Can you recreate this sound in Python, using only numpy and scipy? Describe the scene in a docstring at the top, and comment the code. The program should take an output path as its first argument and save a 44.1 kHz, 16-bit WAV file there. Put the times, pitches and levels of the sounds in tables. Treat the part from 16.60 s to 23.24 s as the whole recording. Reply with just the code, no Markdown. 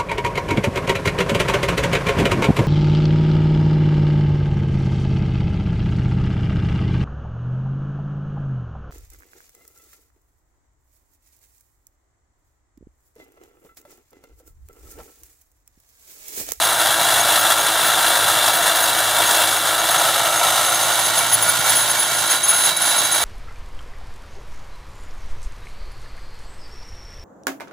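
"""A rattling roar with hum and hiss: an electric demolition hammer runs unloaded on a table.
Gear case, barrel and fan noise throb with the piston; motor and gears hum, the armature slots whine.
The loose chisel chafes in its holder and sings in short, high bursts.
The housing rings, loose parts knock and the table top drones faintly.
The microphone starts beside the motor and moves toward the chisel."""
import sys
import numpy as np
from scipy import signal
from scipy.fft import rfft, irfft, next_fast_len
from scipy.io import wavfile

SR = 44100
rng = np.random.default_rng(int(sys.argv[2]) if len(sys.argv) > 2 else 0)


def bounce(signal):
    """Save signal as a 16-bit WAV file at the path given by the first command-line argument."""
    frames = np.transpose(np.atleast_2d(signal))
    limited = np.clip(frames, -1, 1)
    pcm = np.round(limited * 32767).astype(np.int16)
    wavfile.write(sys.argv[1], SR, pcm)


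N = 292824

# cast housing modes: (frequency [Hz], width [Hz], rms at motor [dB], rms at chisel [dB])
HOUSING_MODES = [(693, 31, -34.5, -46), (945, 15, -36, -47), (1350, 54, -39, -37.5), (1418, 57, -42, -36.5),
                 (2276, 32, -42.5, -43)]
SIDES = np.array([[1], [-1]])  # left, right


def drive_noise(strokes, place, surge_db):
    """Gear case, barrel and fan: noise that throbs with the piston and surges as the tool shakes."""
    # spectral shapes: (frequency [Hz], at motor [dB], over barrel [dB], at chisel [dB])
    case_shape = [(15, -80, -82, -97), (50, -75, -76, -96), (113, -72, -69, -71), (227, -69, -75, -68),
                  (420, -63, -68.5, -66.5), (544, -57.5, -56, -60), (683, -46.5, -48, -53),
                  (773, -50, -50.5, -54), (1123, -52, -56.5, -53.5), (1262, -54.5, -53, -68),
                  (1326, -49, -45, -52), (1580, -49, -63.5, -54), (1834, -53, -56, -57),
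                  (2100, -59.5, -60, -61), (2750, -75, -73, -97)]
    barrel_shape = [(1630, -83, -75, -68), (2320, -61, -56, -57), (2790, -51.5, -52.5, -54),
                    (3040, -61, -50.5, -58.5), (3184, -53, -56, -52), (3400, -49, -50.5, -51.5),
                    (3480, -52.5, -49.5, -59), (3630, -45, -52, -48), (3620, -59, -47.5, -53),
                    (4220, -50.5, -52, -55), (4030, -60, -57, -56), (4870, -58, -58.5, -58),
                    (5720, -81, -80, -68)]
    fan_shape = [(4300, -97, -80, -85), (5240, -64, -60.5, -66), (5560, -62.5, -65.5, -65),
                 (6200, -65.5, -57, -61), (7000, -60.5, -62.5, -60.5), (7760, -63, -59, -63.5),
                 (8800, -58.5, -60, -60.5), (9240, -63, -58, -67), (9620, -58.5, -59, -60.5),
                 (11130, -60, -61.5, -64.5), (12700, -66, -64.5, -66.5), (13800, -67, -67, -71),
                 (15100, -65.5, -68, -65), (15800, -75, -78, -84)]
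    # rattle over one piston stroke: (phase [cycles], relative level [dB])
    stroke_shape = [(0, 1.5), (.1, 2.5), (.2, 0.7), (.33, 2.5), (.55, 0), (.8, -1.7), (.86, 3.5), (.92, 2),
                    (1, 4)]
    throb_db = np.interp(strokes % 1, *np.transpose(stroke_shape))
    shake = drift(46)
    # play in the gear train
    chatter = .5 * (np.sin(2 * np.pi * 7 * strokes) + np.sin(2 * np.pi * 9 * strokes))
    case = rattling(0.88 * throb_db + 0.4 * shake, grain_db=1.3)
    barrel = rattling(1.2 * throb_db + 0.59 * shake + 0.61 * chatter, grain_db=-0.2)
    fan = rattling(0.9 * throb_db + 0.65 * shake + 0.61 * chatter, grain_db=0.6)
    noise = radiated(*case, case_shape, place, band_hz=(450, 2300), levels_db=(-21, -20, -26))
    noise += radiated(*barrel, barrel_shape, place, band_hz=(2650, 5000), levels_db=(-22.6, -23.5, -26.5))
    noise += radiated(*fan, fan_shape, place, band_hz=(6800, 9600), levels_db=(-26.2, -26, -29.5))
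    flutter_db = 0.81 * drift(16)
    return noise * from_db(surge_db + flutter_db)


def rattling(level_db, grain_db):
    """Countless tiny contacts of uneven size, and their smoother reflections."""
    envelope = rms_one(from_db(level_db))
    contacts = rms_one(rng.standard_normal(N) * from_db(grain_db * drift(900)))
    return envelope * contacts, envelope * rng.standard_normal(N)


def rattle_surge_db():
    """The rattle surges and slackens in rounded plateaus."""
    # (centre [s], length [s], level change [dB])
    surges = [(0.162, .06, -1.7), (0.212, 0.026, 2.5), (0.373, .06, -2.5), (0.495, 0.095, 1.5),
              (0.733, 0.094, 2.5), (0.914, .04, 3), (0.968, 0.057, -2), (1.136, .08, -0.8),
              (1.462, .08, 1.2), (1.69, 0.028, 2.3), (1.862, 0.073, 2.6), (1.99, 0.062, -2.2),
              (2.08, .04, 2.5), (2.443, 0.36, -1.1), (2.707, 0.3, 1.5), (3.103, 0.37, -2.5), (3.3, .04, 2),
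              (3.702, 0.19, -2), (3.855, 0.06, 1.4), (4.58, .04, 2), (5.137, .15, 2.2), (5.73, 0.073, 3),
              (5.82, 0.09, -2.5), (6.066, .06, 2.5), (6.157, 0.067, -3.5), (6.35, 0.22, 0.8),
              (6.507, 0.067, -1)]
    t = np.arange(N) / SR
    return sum(db * np.exp(-np.minimum((2 * (t - centre_s) / length_s) ** 4, 20))
               for centre_s, length_s, db in surges)


def chisel(place, surge_db):
    """Friction in the holder feeds the steel's bending modes; they swell at each catch and soon die."""
    # bending modes: (frequency [Hz], width [Hz], wobble scale [Hz])
    modes = [(6492, 80, 15), (10076, 90, 16), (14870, 75, 9)]
    # full squeal, one row per mode: (at motor [dB], over barrel [dB], at chisel [dB])
    squeal_db = [(-28.5, -25, -24), (-27.5, -24, -16), (-29, -41, -34)]
    # hard catches: (start [s], length [s], strength re full squeal [dB], tilt [dB/mode])
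    hard_catches = [(0.04, .014, 3, 2), (.6, .014, 2.5, -4), (.777, .036, 0, 3), (1.255, .029, -1, 6),
                    (1.955, .021, -3, 9), (2.222, .023, 2.5, 1), (3.3, .03, 1, 3), (3.377, .013, -1, -8),
                    (4.056, 0.023, -1.5, 0), (4.22, 0.013, -4, -3), (4.431, 0.039, -4, 0),
                    (4.58, .013, 3, 5), (4.723, 0.028, 5.5, 7), (4.82, .014, 4.5, 7),
                    (4.886, 0.016, 3.5, 7), (5.095, 0.013, 3, 8), (5.148, 0.035, 0.5, 7),
                    (5.298, 0.019, -2, 1), (5.39, .016, -1, 3), (5.698, 0.029, -1.5, -5),
                    (5.88, .036, 2.5, 1), (5.955, .072, -4, 2), (6.034, 0.03, 0, -2), (6.38, 0.016, -1, -4)]
    out = np.zeros((2, N))
    chafe_db = -14 + 4.1 * drift(22) + surge_db
    catches = light_catches() + hard_catches
    for k, ((hz, width_hz, wobble_hz), levels_db) in enumerate(zip(modes, squeal_db)):
        feed_db = chafe_db + 4.5 * drift(28)
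        for start_s, length_s, strength_db, tilt_db in catches:
            feed_db[int(start_s * SR):int((start_s + length_s) * SR)] = strength_db + (k - 1) * tilt_db
        feed = from_db(feed_db + at_place(levels_db, place))
        pole = np.exp(-np.pi * width_hz / SR)
        swing = signal.lfilter([1 - pole], [1, -pole], feed) * from_db(1.9 * drift(90))
        # the shifting contact pulls the pitch about
        pitch_hz = hz + wobble_hz * (drift(30.4) + 1.55 * drift(254))
        phase = 2 * np.pi * np.cumsum(pitch_hz) / SR
        reflected = from_db(-20) * np.sin(phase + 1.5 * drift(5))
        out += np.sqrt(2) * swing * (np.sin(phase) + SIDES * reflected)
    return out


def light_catches(count=120, rate_per_s=12, length_s=0.021, mean_db=-5.5, spread_db=3.5):
    """Small slips in the holder at uneven intervals; same columns as the hard catches."""
    gaps, stretch = rng.uniform(.5, 1.5, (2, count))
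    offset_db, tilt_db = spread_db * rng.standard_normal((2, count))
    return list(zip(np.cumsum(gaps) / rate_per_s, length_s * stretch, mean_db + offset_db, tilt_db))


def shaft_hum(turns, strokes, place):
    """Harmonics of the armature and the crank."""
    # (multiple of shaft rate, rms at motor [dB], rms at chisel [dB])
    armature_orders = [(1, -45, -59), (3, -45, -65), (4, -40, -56), (5, -38.5, -45), (7, -40.5, -42.5),
                       (11, -42.5, -57), (13, -58, -50), (24, -52, -52)]
    crank_orders = [(1, -54, -69), (3, -55.5, -54), (5, -55, -56), (6, -46.5, -49.5), (7, -54, -55.5),
                    (8, -48.5, -63), (10, -43, -54.5), (11, -42.5, -45), (12, -63, -59), (14, -44, -53),
                    (17, -39.5, -53), (22, -38.5, -48), (24, -36, -49), (25, -37.5, -56), (26, -40, -36.5),
                    (70, -42, -52)]
    armature = sum(tone(order * turns, at_place(levels_db, place), waver_db=3.5)
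                   for order, *levels_db in armature_orders)
    crank = sum(tone(order * strokes, at_place(levels_db, place), waver_db=2.0)
                for order, *levels_db in crank_orders)
    return armature + crank


def slot_whine(turns, strokes, place, slots=12, sideband_hz=100):
    """Armature slots whine, roughened by the drag of each stroke; a second tone lies just above."""
    # slot tone: (time [s], rms [dB])
    whine_level = [(0, -39), (2.2, -37), (3.15, -42), (4.25, -34), (4.85, -37.5), (5.9, -31.5),
                   (6.64, -27.5)]
    drag_cycles = .1 * np.sin(2 * np.pi * strokes) + .035 * drift(40)
    slot_cycles = slots * turns + drag_cycles
    whine = tone(slot_cycles, in_time(whine_level), waver_db=1.8)
    sideband_cycles = slot_cycles + sideband_hz * np.arange(N) / SR
    return whine + tone(sideband_cycles, at_place((-37, -48, -56), place), waver_db=2.5)


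def housing(place):
    """Fits of rattling keep the casting's modes ringing."""
    direct, reflected = rng.standard_normal((2, N))
    contacts = (direct + from_db(-11.5) * SIDES * reflected) * from_db(4.1 * drift(12.3))
    contacts = high_passed(contacts, 650)
    return sum(rms_one(ring(contacts, hz, width_hz)) * from_db(at_place(levels_db, place))
               for hz, width_hz, *levels_db in HOUSING_MODES)


def knocks():
    """Loose parts strike: a hard tick, a few milliseconds of clatter, then the housing rings."""
    # (time [s], tick gain [dB], ring gain [dB])
    strikes = [(.9387, -7, -26), (.9755, -15, -30), (2.621, -15, -22), (3.814, -18, -19), (4.603, -17, -28)]
    ticks, blows = np.zeros((2, N))
    t = np.arange(SR // 50) / SR
    for time_s, tick_db, ring_db in strikes:
        start = int(time_s * SR)
        clatter = .3 * rng.standard_normal(len(t)) * np.exp(-t / .003)
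        ticks[start:start + len(t)] += from_db(tick_db) * (np.exp(-t / .00008) + clatter)
        blows[start] = from_db(ring_db)
    ticks = signal.sosfilt(signal.butter(2, [700, 11000], "band", fs=SR, output="sos"), ticks + 1e-18)
    ringing = sum(ring(blows, hz, width_hz) for hz, width_hz, *_ in HOUSING_MODES)
    return ticks + high_passed(ringing, 590)


def table_top(strokes, nudges_per_s=45):
    """The table drones at twice the stroke rate; the tool nudges it, harder when lying firmly."""
    # drone: (time [s], rms [dB])
    drone_level = [(0.0, -49.5), (0.81, -48), (0.94, -54), (1.44, -46), (1.57, -58), (1.63, -43),
                   (2.22, -57), (2.25, -45), (3.16, -51), (4.9, -43.5), (5.82, -52), (6.64, -49.5)]
    drone_db = in_time(drone_level)
    drone = tone(2 * strokes, drone_db, waver_db=2.2)
    near, far = (rng.random((2, N)) < nudges_per_s / SR) * rng.standard_normal((2, N))
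    nudges = near + from_db(-16) * SIDES * far
    bumps = rms_one(high_passed(ring(nudges, hz=135, width_hz=55), 140))
    return drone + bumps * from_db(-50 + drone_db - drone_db.mean())


def radiated(contacts, reflections, shape, place, band_hz, levels_db):
    """Colour noise for three microphone places and crossfade; levels_db applies within band_hz."""
    # stereo image: (frequency [Hz], reflections at motor [dB], at chisel [dB],
    # left minus right at motor [dB], at chisel [dB], left lead at chisel [rad])
    image = [(200, -47, -20, -0.7, 2, 0.27), (1330, -23, -19, 3.5, 0, 0.12), (1950, -26, -7, 0.3, -2.5, .1),
             (2400, -30, -11, -0.2, -1.5, .1), (3560, -16, -7, 2.5, -4, 0.24),
             (4400, -21, -8, 0.5, -1, .26), (5800, -23, -10, -0.5, -1.4, 0.59),
             (8360, -11, -3, -0.5, -4, 0.95), (11000, -11, -7, -0.5, -9.5, .08),
             (12700, -18, -1, -1.5, 1, .08), (15000, -47, -7, 2, -9, .1)]
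    size = next_fast_len(N)
    hz = np.arange(size // 2 + 1) * SR / size + 1
    in_band = (hz > band_hz[0]) & (hz < band_hz[1])
    direct, diffuse = rfft(contacts, size), rfft(reflections, size)
    motor_side_db, chisel_side_db, motor_pan_db, chisel_pan_db, lead_rad = at_hz(image, hz)
    out = 0
    for spot, shape_db in zip((0, .5, 1), at_hz(shape, hz)):
        gain = from_db(shape_db) * (hz > shape[0][0]) * (hz < shape[-1][0])
        gain /= np.sqrt(np.mean(gain ** 2 * in_band))
        side = from_db(motor_side_db + spot * (chisel_side_db - motor_side_db))
        pan_db = motor_pan_db + spot * (chisel_pan_db - motor_pan_db)
        spectrum = panned(gain * (direct + SIDES * side * diffuse), pan_db)
        spectrum *= np.exp(.5j * SIDES * spot * lead_rad)
        share = np.clip(1 - 2 * np.abs(place - spot), 0, 1)
        out += share * irfft(spectrum, size)[:, :N]
    return out * from_db(at_place(levels_db, place))


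def tone(cycles, rms_db, waver_db):
    """Sine that wavers in strength."""
    amplitude = np.sqrt(2) * from_db(rms_db + waver_db * drift(7.8))
    return amplitude * np.sin(2 * np.pi * (cycles + rng.random()))


def ring(force, hz, width_hz):
    """One mode: a unit click starts a decaying sine of height 1."""
    r, w = np.exp(-np.pi * width_hz / SR), 2 * np.pi * hz / SR
    return signal.lfilter([0, np.sin(w)], [1, -2 * r * np.cos(w), r * r], force + 1e-18)


def high_passed(x, hz):
    """Small bodies radiate little bass."""
    return signal.sosfilt(signal.butter(2, hz, "high", fs=SR, output="sos"), x)


def drift(corner_hz):
    """Smooth random curve, unit rms."""
    hop, settle = 40, 2000
    r = np.exp(-2 * np.pi * corner_hz * hop / SR)
    noise = rng.standard_normal(N // hop + settle + 2)
    slow = signal.lfilter([1], [1, -2 * r, r * r], noise)[settle:]
    return np.interp(np.arange(N) / hop, np.arange(len(slow)), rms_one(slow))


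def at_place(levels_db, place):
    """Glide through levels spaced evenly from motor (0) to chisel (1)."""
    return np.interp(place, np.linspace(0, 1, len(levels_db)), levels_db)


def at_hz(rows, hz):
    """Interpolate each column over log frequency; only the frequency column is sorted."""
    points_hz, *columns = np.transpose(rows)
    return [np.interp(np.log(hz), np.log(np.sort(points_hz)), column) for column in columns]


def in_time(rows):
    """Join (time [s], value) points linearly."""
    return np.interp(np.arange(N) / SR, *np.transpose(rows))


def panned(x, pan_db):
    """Stereo, left minus right = pan_db."""
    return x * from_db(SIDES * pan_db / 2)


def from_db(db):
    return np.exp(np.asarray(db) * (np.log(10) / 20))


def rms_one(x):
    return x / np.sqrt(np.mean(x ** 2) + 1e-20)


def scene():
    """The unloaded armature holds its speed and turns the crank through one gear pair."""
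    # microphone path: (time [s], place [0 at motor, 0.5 over barrel, 1 at chisel])
    microphone_path = [(0, 0.12), (2.8, 0.056), (3.3, 0.21), (3.9, 0.52), (4.5, 0.81), (5.2, 0.98),
                       (6.64, 0.97)]
    armature_hz, wander_hz = 323.9, .33
    pinion_teeth, wheel_teeth = 7, 41
    turns = np.cumsum(armature_hz + wander_hz * drift(2.05)) / SR
    backlash_cycles = 0.0049 * drift(4.7)
    strokes = turns * pinion_teeth / wheel_teeth + backlash_cycles
    place, surge_db = in_time(microphone_path), rattle_surge_db()
    hum = shaft_hum(turns, strokes, place)
    drone = table_top(strokes)
    whine = panned(slot_whine(turns, strokes, place), pan_db=-5.5)
    body = panned(hum + drone + housing(place), pan_db=-0.8 - place)
    squeal = panned(chisel(place, surge_db), pan_db=0.7)
    return drive_noise(strokes, place, surge_db) + squeal + body + whine + knocks()


def record(dry):
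    """Narrow notch in the upper midrange and a steep top cut."""
    notch_hz, cutoff_hz = 2508, 15700
    notched = signal.lfilter(*signal.iirnotch(notch_hz, Q=notch_hz / 270, fs=SR), dry)
    return signal.sosfilt(signal.ellip(12, .1, 90, cutoff_hz, fs=SR, output="sos"), notched)


dry = scene()
out = record(dry)
bounce(out)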